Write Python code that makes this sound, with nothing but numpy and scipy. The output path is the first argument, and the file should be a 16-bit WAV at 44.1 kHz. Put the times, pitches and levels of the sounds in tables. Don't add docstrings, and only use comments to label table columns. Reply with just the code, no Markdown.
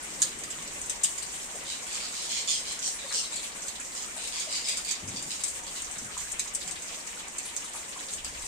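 import sys
import numpy as np
from scipy import signal
from scipy.fft import rfft, irfft, next_fast_len
from scipy.io import wavfile

SR = 44100
rng = np.random.default_rng(int(sys.argv[2]) if len(sys.argv) > 2 else 0)


def master_out(mix):
    frames = np.transpose(np.atleast_2d(mix))
    ceiling = np.clip(frames, -1, 1)
    pcm = np.round(ceiling * 32767).astype(np.int16)
    wavfile.write(sys.argv[1], SR, pcm)


N = 373527

# start in seconds, length in seconds, level in dB.
GUSTS = [(0, 1.4, -62), (4.6, 2.7, -60.5), (8.052, 0.55, -51)]
# frequency in Hz, relative level in dB.
WASH_EQ = [(20, -6), (58, 2.5), (78, -7.5), (128, -7), (168, -1), (400, -3), (1050, -1), (1450, -5),
           (2000, 0), (2700, -3.5), (4800, -8.5), (7000, 2.5), (8500, 3.5), (10300, -16.5), (15000, -18)]
# frequency in Hz, left-right correlation (clipped to -1..1 in use).
WASH_CORRELATION = [(60, 0.5), (130, 0.5), (290, 1.16), (640, 0.14), (1410, -0.29), (3100, 0.05),
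                    (6820, -0.0), (15000, -0.23)]
# frequency in Hz, left minus right in dB.
WASH_PAN = [(60, 3), (400, 3.5), (2400, 3.5), (4400, -1.5), (8000, -0.5), (14000, 3)]
# start in seconds, pitch in Hz, level in dB, width in octaves, 60 dB decay time in seconds.
RINGS = [(0.221, 4560, -29, 0.42, 0.11), (1.04, 3200, -37.5, .4, 0.21), (1.545, 543, -44, 0.74, 0.28),
         (3.057, 1020, -49, 0.27, .15), (3.107, 1590, -41, 1, 0.29), (4.16, 700, -49, .4, .3),
         (4.47, 607, -46.5, 0.38, 0.23), (6.165, 1130, -42.5, 0.43, 0.15), (6.65, 169, -51, 0.47, 0.41),
         (7.74, 970, -43.5, 0.95, 0.33), (7.959, 1000, -45, .4, 0.22)]
# start and length in seconds, pitch in Hz, fall in Hz/s, level in dB.
BLOOPS = [(3.04, 0.023, 555, 0, -42), (3.133, 0.046, 604, 4500, -48)]
# start in seconds, centre in Hz, level in dB.
LEAF_PATS = [(3.44, 2680, -42), (3.755, 3600, -40.5), (3.78, 3600, -49), (5.679, 3500, -41.5),
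             (6.371, 2800, -45), (6.605, 5000, -44), (6.757, 3900, -41), (6.892, 3000, -44),
             (6.92, 3340, -46), (7.489, 3400, -42), (7.99, 3600, -41.5), (8.084, 4400, -41),
             (8.183, 3000, -40), (8.35, 3500, -46)]
# start in seconds, strength in dB, smack offset in dB,
# tick pan (left minus right) in dB, spray offset in dB.
FAT_DROPS = [(0.219, -8, -20.5, -5, -2), (0.2256, -20, -20, -1, -5), (0.436, -31, -12, -7, 1),
             (0.503, -27.5, -19, -4, 5), (0.8152, -24, -33, -1, -2), (0.896, -21, -20.5, 5, 4.5),
             (1.034, -18, -25, 2, -6), (1.0356, -11, -23, 3, -3), (1.0412, -13, -25, 2, -6),
             (1.044, -12, -21, 1, -4), (1.1786, -27, -22.5, -2, 7), (1.224, -34, -14.5, 10, 9),
             (2.72, -27, -25, 0, -6), (2.7916, -27.5, -32, -6, -9), (2.876, -26, -20, 2, 5),
             (3.358, -26, -28, 5, 5), (3.682, -24.5, -13.5, -8, -2), (4.2738, -27, -11.5, 5, -1),
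             (4.3983, -24, -22, -1, 4), (4.6857, -23, -15, -1, 0.5), (4.771, -20, -16.5, -4, 1.5),
             (4.848, -27.5, -13, 0, 2.5), (4.888, -21.5, -17, 0, -8), (4.91, -16.5, -17.5, -9, -1),
             (5.225, -23.5, -29, 3, 0.5), (5.4367, -18.5, -20.5, 3, 3.5), (5.48, -26, -24, 1, 7.5),
             (5.82, -22, -30, 2, -5), (5.912, -28.5, -32, 9, 2.5), (5.982, -28.5, -29, 0, 2),
             (6.1772, -22.5, -22, -6, 2), (6.318, -23, -43, 6, 0), (6.3944, -14.5, -14.5, -1, -6),
             (6.5496, -14.5, -26, 2, -4), (6.6766, -23.5, -17.5, -4, -1.5), (6.71, -24.5, -32, 4, 0),
             (6.822, -30, -26, 1, 4), (7.282, -27, -27, -6, -7), (7.3832, -19.5, -22, -2, -2.5),
             (7.431, -29, -28, -6, -0.5), (7.5646, -21, -17, -7, -11), (8.1357, -23, -29, 2, 1),
             (8.2456, -26.5, -15, 1, 3)]
# frequency in Hz, relative level in dB.
TICK_EQ = [(3500, -39), (5200, -12), (6600, 7.5), (8400, 8.5), (9300, 1.5), (10200, -15.5), (14500, -25)]
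SMACK_EQ = [(600, -37), (1700, -3), (3200, -0.5), (5000, 5), (6500, -10), (9500, -12), (14000, -15)]
# typical delay in seconds, level against the crack in dB.
SPLASH_ECHOES = [(.0014, 2), (.0042, -1.5), (.0075, -6), (0.013, -14)]
# start and length in seconds, centre in Hz, level in dB.
FLURRIES = [(0.0, 0.93, 221, -55), (0.364, 0.07, 220, -53.5), (5.016, .15, 137, -44.5),
            (5.113, 0.194, 188, -51.5), (5.95, 0.16, 138, -52)]
# start and length in seconds, centre in Hz, level in dB,
# throat resonance in Hz, its gain in dB, beak resonance in Hz, its gain in dB.
RASPS = [(1.645, 0.095, 4330, -44.5, 3780, -5, 7000, -14), (1.871, 0.097, 4200, -42.5, 4340, -11, 7300, -4),
         (1.994, 0.077, 4330, -43.5, 4630, -4, 8200, -9), (2.114, 0.17, 4700, -43.5, 4040, -10, 6840, -9),
         (2.287, 0.12, 4120, -38.5, 5480, -7, 6720, -4.5), (2.47, 0.1, 4900, -36.5, 4900, -12, 8050, -9),
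         (2.649, 0.083, 4400, -41.5, 3300, -9, 6800, -11), (2.82, 0.063, 5970, -37, 5670, -4, 8300, -10),
         (2.983, 0.13, 4300, -53.5, 3610, 1, 7340, -3), (3.12, 0.08, 5540, -35, 5330, -5, 8250, -4),
         (3.316, 0.059, 3600, -45.5, 3900, -7, 7300, 3.5), (3.946, 0.044, 6000, -45.5, 5100, -6, 6900, -4),
         (4.166, 0.1, 3660, -45.5, 2890, -12, 8360, -2), (4.315, .115, 4360, -40.5, 4900, -12, 7100, -5),
         (4.482, 0.11, 4240, -40.5, 4880, -3, 7260, -4), (4.636, .1, 4040, -38.5, 4900, -7, 7900, -5),
         (4.864, 0.06, 4230, -39, 4000, -14, 7100, -3), (5.158, 0.02, 4800, -39.5, 4760, 0, 7000, -14),
         (5.299, 0.024, 4100, -40, 5240, -4, 6960, -11), (5.753, 0.033, 3960, -44, 4040, -14, 6950, -14)]
# frequency as a ratio to its centre, relative level in dB.
RASP_BODY_EQ = [(.3, -35), (.5, 3), (.72, 6.5), (1.1, 8.5), (1.4, 4), (2.1, -45), (2.6, -45)]
# frequency in Hz, relative level in dB.
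RASP_EDGE_EQ = [(4000, -47), (6300, 5.5), (8300, 5), (9400, -1), (10400, -21), (15000, -18)]
# start and length in seconds, pitch in Hz, fall in Hz/s, level in dB,
# roughness as a share of the pitch.
NOTES = [(2.323, 0.057, 3460, 1800, -46, 0.017), (2.472, 0.051, 3540, 2430, -37, 0.015),
         (2.527, 0.066, 3290, 1003, -41.5, .025), (2.985, .025, 3990, 3000, -46, .03),
         (3.088, 0.042, 4480, 12100, -41, 0.051), (3.158, .045, 5500, 4000, -38, 0.065),
         (3.175, .04, 2970, 3000, -43, .03), (3.229, 0.044, 4400, 12100, -40.5, .055),
         (3.365, 0.04, 4210, 5002, -41.5, .055), (4.343, .045, 4870, 0, -44.5, .045),
         (4.51, 0.043, 4880, 2000, -39, .04), (4.643, 0.02, 5200, 9000, -36, 0.021)]
# centre in Hz, width in Hz, emphasis in dB.
MIC_PORTS = [(9010, 860, 25), (6940, 880, 10)]


def from_db(db):
    return 10 ** (np.asarray(db) / 20)


def unit_rms(x):
    return x / np.sqrt(np.mean(x ** 2) + 1e-20)


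def at_hz(curve, hz):
    where, value = np.transpose(curve)
    return np.interp(np.log(hz + 1e-9), np.log(where), value)


def equalise(x, curve, centre_hz=1):
    size = next_fast_len(x.shape[-1])
    gain = from_db(at_hz(curve, np.fft.rfftfreq(size, 1 / SR) / centre_hz))
    return irfft(rfft(x, size) * unit_rms(gain), size)[..., :x.shape[-1]]


def drift(rate_hz, size):
    steps = np.arange(size) * rate_hz / SR
    knots = rng.standard_normal(int(steps[-1]) + 2)
    return np.interp(steps, np.arange(len(knots)), knots) * np.sqrt(3 / 2)


def phase_of(hz):
    return 2 * np.pi * np.cumsum(hz) / SR


def band_noise(hz, octaves, size):
    edges = np.clip(hz * 2 ** (np.array([-.5, .5]) * octaves), 10, SR / 2 - 1)
    band = signal.butter(2, edges, "band", fs=SR, output="sos")
    return unit_rms(signal.sosfilt(band, rng.standard_normal(size)))


def panned(pan_db):
    return from_db(np.array([[.5], [-.5]]) * pan_db)


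def swell(length_s, fade_share):
    return signal.windows.tukey(int(length_s * SR), fade_share)


def add(track, start_s, sound):
    start = int(np.clip(start_s * SR, 0, N - 1))
    track[:, start:start + sound.shape[-1]] += sound[..., :N - start]


def yard_reverb(x, t60, wet_db):
    t = np.arange(SR // 2) / SR
    tail = rng.standard_normal((2, len(t))) * from_db(-60 * t / t60) * (t > .004)
    tail /= np.sqrt(np.sum(tail ** 2, axis=1, keepdims=True))
    return x + from_db(wet_db) * signal.fftconvolve(x, tail, axes=1)[:, :N]


def gusts(hz, octaves):
    strength = np.zeros((1, N))
    for start, length, level_db in GUSTS:
        add(strength, start, from_db(level_db) * swell(length, fade_share=0.73))
    return strength * band_noise(hz, octaves, N)


def far_rain(flicker_db, flicker_hz, level_db, easing_db_per_s):
    size = next_fast_len(N)
    hz = np.fft.rfftfreq(size, 1 / SR)
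    mid, side = rfft(rng.standard_normal((2, size)))
    alike = np.clip(at_hz(WASH_CORRELATION, hz), -1, 1)
    stereo = np.sqrt(1 + alike) * mid + np.sqrt(1 - alike) * side * [[1], [-1]]
    stereo *= panned(at_hz(WASH_PAN, hz))
    wash = unit_rms(equalise(irfft(stereo, size)[:, :N], WASH_EQ))
    treble = signal.sosfiltfilt(signal.butter(2, 4500, "high", fs=SR, output="sos"), wash)
    wash += treble * (from_db(flicker_db * drift(flicker_hz, N)) - 1)
    return wash * from_db(level_db - easing_db_per_s * np.arange(N) / SR)


def patter(per_s, spread_db, pan_range_db, width_hz, t60, level_db):
    out, t = np.zeros((2, N)), np.arange(SR // 16) / SR
    lowpass = signal.butter(2, width_hz / 2, fs=SR, output="sos")
    for when, weight, pitch, side in rng.random((int(per_s * N / SR), 4)):
        real, imaginary = signal.sosfilt(lowpass, rng.standard_normal((2, 2, len(t))))
        centre_hz = 6200 + 2700 * pitch
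        phase = 2 * np.pi * centre_hz * t
        spit = real * np.cos(phase) + imaginary * np.sin(phase)
        accent_db = spread_db * min(-np.log(1 - weight), 3)
        envelope = from_db(accent_db - 60 * t / t60)
        add(out, when * N / SR, spit * envelope * panned(pan_range_db * (side - .5)))
    return from_db(level_db) * unit_rms(out)


def drips(per_s, low_hz, high_hz, cycles, spread_db, level_db):
    out = np.zeros((2, N))
    for when, weight, pitch, side, lag in rng.random((int(per_s * N / SR), 5)):
        hz = low_hz * (high_hz / low_hz) ** pitch
        turns = np.arange(int(cycles * SR / hz)) * hz / SR
        ring = np.sin(2 * np.pi * turns) * from_db(-60 * turns / cycles) * np.sqrt(hz)
        accent_db = spread_db * min(-np.log(1 - weight), 2.4)
        left, right = ring * from_db(accent_db) * panned(12 * (side - .5) + 1.1)
        ear_delay_s = 0.00072 * (lag - .5)
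        add(out[:1], when * N / SR, left)
        add(out[1:], when * N / SR + ear_delay_s, right)
    return from_db(level_db) * unit_rms(yard_reverb(out, t60=0.12, wet_db=4.0))


def rings(attack_s):
    out, t = np.zeros((2, N)), np.arange(SR // 3) / SR
    for start, hz, level_db, octaves, t60 in RINGS:
        envelope = np.minimum(t / attack_s, 1) * from_db(level_db - 60 * t / t60)
        add(out, start, band_noise(hz, octaves, len(t)) * envelope * panned(7.1))
    return out


def bloops():
    out = np.zeros((2, N))
    for start, length, hz, fall_hz_per_s, level_db in BLOOPS:
        envelope = from_db(level_db) * swell(length, fade_share=.4)
        pitch = hz - fall_hz_per_s * np.arange(len(envelope)) / SR
        add(out, start, envelope * np.sin(phase_of(pitch)) * panned(3))
    return out


def leaf_pats(octaves, t60):
    out, t = np.zeros((2, N)), np.arange(SR // 6) / SR
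    for start, hz, level_db in LEAF_PATS:
        leaf = np.array([band_noise(hz, octaves, len(t)) for ear in range(2)])
        add(out, start, leaf * from_db(level_db - 60 * t / t60))
    return out


def splash(crack_db, spray_per_s, spray_t60, spray_db):
    t = np.arange(SR // 6) / SR
    chance = spray_per_s / SR
    lands = rng.random((2, len(t))) < chance
    droplets = lands * rng.choice([-1, 1], lands.shape) / np.sqrt(chance)
    burst = droplets * from_db(spray_db - 60 * t / spray_t60) * (t > .001)
    crack_sample = 10
    burst[:, crack_sample] += from_db(crack_db)
    for delay_s, echo_db in SPLASH_ECHOES:
        lags = (delay_s * (1 + .15 * rng.uniform(-0.92, 1, 2)) * SR).astype(int)
        burst[[0, 1], crack_sample + lags] += from_db(crack_db + echo_db + 5.5 * rng.uniform(-1, 1, 2))
    rebound_gain, rebound_s = from_db(-5.5), .0004 * rng.uniform(1, 2)
    rebound = rebound_gain * np.roll(burst, int(rebound_s * SR), axis=1)
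    return (burst - rebound) / np.hypot(1, rebound_gain)


def near_drops(tick_db, smack_db, lesser_per_s):
    ticks, smacks = np.zeros((2, 2, N))
    first, last = np.array([(0, -44, -9, -9, -1), (N / SR, -31.5, -21, 7.2, 3)])
    lesser_drops = list(first + (last - first) * rng.random((int(lesser_per_s * N / SR), 5)))
    for start, strength_db, weight_db, pan_db, spray_db in FAT_DROPS + lesser_drops:
        nearness_db = strength_db + 25.5
        wet_db = spray_db - 0.26 - 0.06 * nearness_db
        stretch = from_db(0.04 * nearness_db)
        tick = splash(crack_db=10.0, spray_per_s=2200, spray_t60=0.13 * stretch, spray_db=wet_db - 8.5)
        smack = splash(crack_db=8.5, spray_per_s=1900, spray_t60=0.18 * stretch, spray_db=wet_db - 1.5)
        add(ticks, start, from_db(strength_db) * panned(pan_db) * tick)
        add(smacks, start, from_db(strength_db + weight_db) * smack)
    return from_db(tick_db) * equalise(ticks, TICK_EQ) + from_db(smack_db) * equalise(smacks, SMACK_EQ)


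def wings(beat_hz, depth_db, octaves):
    out = np.zeros((2, N))
    for start, length, hz, level_db in FLURRIES:
        envelope = from_db(level_db) * swell(length, fade_share=0.23)
        size = len(envelope)
        beats = np.cos(phase_of(beat_hz * (1 + 0.24 * drift(11.0, size))))
        puffs = unit_rms(band_noise(hz, octaves, size) * from_db(depth_db * beats))
        add(out, start, envelope * puffs * panned(3.6))
    return out


def rattle(size, rate_hz=135, jitter=.3):
    return np.cos(phase_of(rate_hz * (1 + jitter * drift(rate_hz, size))))


def flange(hiss, spacing_hz=1150, copy_db=-7, glide=.06):
    samples = np.arange(hiss.shape[-1])
    lag = SR / spacing_hz * rng.uniform(0.722, 1.22) * (1 + glide * drift(19.0, len(samples)))
    copy = np.array([np.interp(samples - lag, samples, ear) for ear in hiss])
    return (hiss + from_db(copy_db) * copy) / np.hypot(1, from_db(copy_db))


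def rasps(edge_db, ring_octaves, waver, arch, rattle_db, stutter_db):
    out, size = np.zeros((2, N)), SR // 4
    for start, length, hz, level_db, throat_hz, throat_db, beak_hz, beak_db in RASPS:
        envelope = from_db(level_db) * swell(length, fade_share=0.13)
        body, edge = rng.standard_normal((2, 2, size))
        voice = flange(equalise(body, RASP_BODY_EQ, hz) + from_db(edge_db) * equalise(edge, RASP_EDGE_EQ))
        gape = waver * drift(39.77, size) - arch * np.cos(2 * np.pi * np.arange(size) / len(envelope))
        for ring_hz, ring_db in (throat_hz, throat_db), (beak_hz, beak_db):
            ring = signal.hilbert([band_noise(ring_hz, ring_octaves, size) for ear in range(2)])
            voice += from_db(ring_db) * np.real(ring * np.exp(1j * phase_of(ring_hz * gape)))
        pulses = unit_rms(from_db(rattle_db * rattle(size) + stutter_db * drift(70, size)))
        add(out, start, envelope * (voice * pulses)[:, :len(envelope)])
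    return out


def notes(tremble_db, jitter_hz, beak_hz):
    out = np.zeros((2, N))
    for start, length, hz, fall_hz_per_s, level_db, roughness in NOTES:
        envelope = swell(length, fade_share=0.19)
        size = len(envelope)
        pitch = hz - fall_hz_per_s * np.arange(size) / SR
        phase = phase_of(pitch * (1 + roughness * drift(jitter_hz, size)))
        octave_db = 6.5 - 72 * abs(np.log2(2 * hz / beak_hz))
        tone = np.sin(phase) + from_db(octave_db) * np.sin(2 * phase)
        add(out, start, from_db(level_db + tremble_db * rattle(size)) * envelope * tone)
    return out


def scene():
    rain = far_rain(flicker_db=2.0, flicker_hz=21.53, level_db=-39.5, easing_db_per_s=0.2265)
    rain += patter(per_s=42, spread_db=4.0, pan_range_db=9, width_hz=2270, t60=0.19, level_db=-45.0)
    rain += drips(per_s=80, low_hz=2100, high_hz=5920, cycles=9, spread_db=3.5, level_db=-48.5)
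    rain += drips(per_s=80, low_hz=485, high_hz=2010, cycles=32.5, spread_db=3.0, level_db=-53.5)
    splashes = near_drops(tick_db=-1.5, smack_db=3.0, lesser_per_s=2.9)
    drops = yard_reverb(splashes, t60=0.077, wet_db=-5.5)
    drops += rings(attack_s=.003) + bloops() + leaf_pats(octaves=0.66, t60=0.2)
    chirps = rasps(edge_db=-2.2, ring_octaves=0.078, waver=0.019, arch=0.0254,
                   rattle_db=6.5, stutter_db=2.2)
    birds = yard_reverb(chirps, t60=0.37, wet_db=3.0)
    birds += yard_reverb(notes(tremble_db=-2.0, jitter_hz=600, beak_hz=7100), t60=0.13, wet_db=-1)
    air = gusts(hz=34.8, octaves=2.5)
    flutter = wings(beat_hz=21.9, depth_db=1.5, octaves=1.74)
    return air + rain + drops + flutter + birds


def record(dry):
    size, cutoff_hz = next_fast_len(N), 15400
    hz = np.fft.rfftfreq(size, 1 / SR)
    ports = from_db([db / (1 + (2 * (hz - centre) / width) ** 2) for centre, width, db in MIC_PORTS])
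    heard = irfft(rfft(dry, size) * ports / np.sqrt(np.mean(ports ** 2, axis=0)), size)[:, :N]
    return signal.sosfilt(signal.ellip(10, .2, 80, cutoff_hz, fs=SR, output="sos"), heard)


dry = scene()
out = record(dry)
master_out(out)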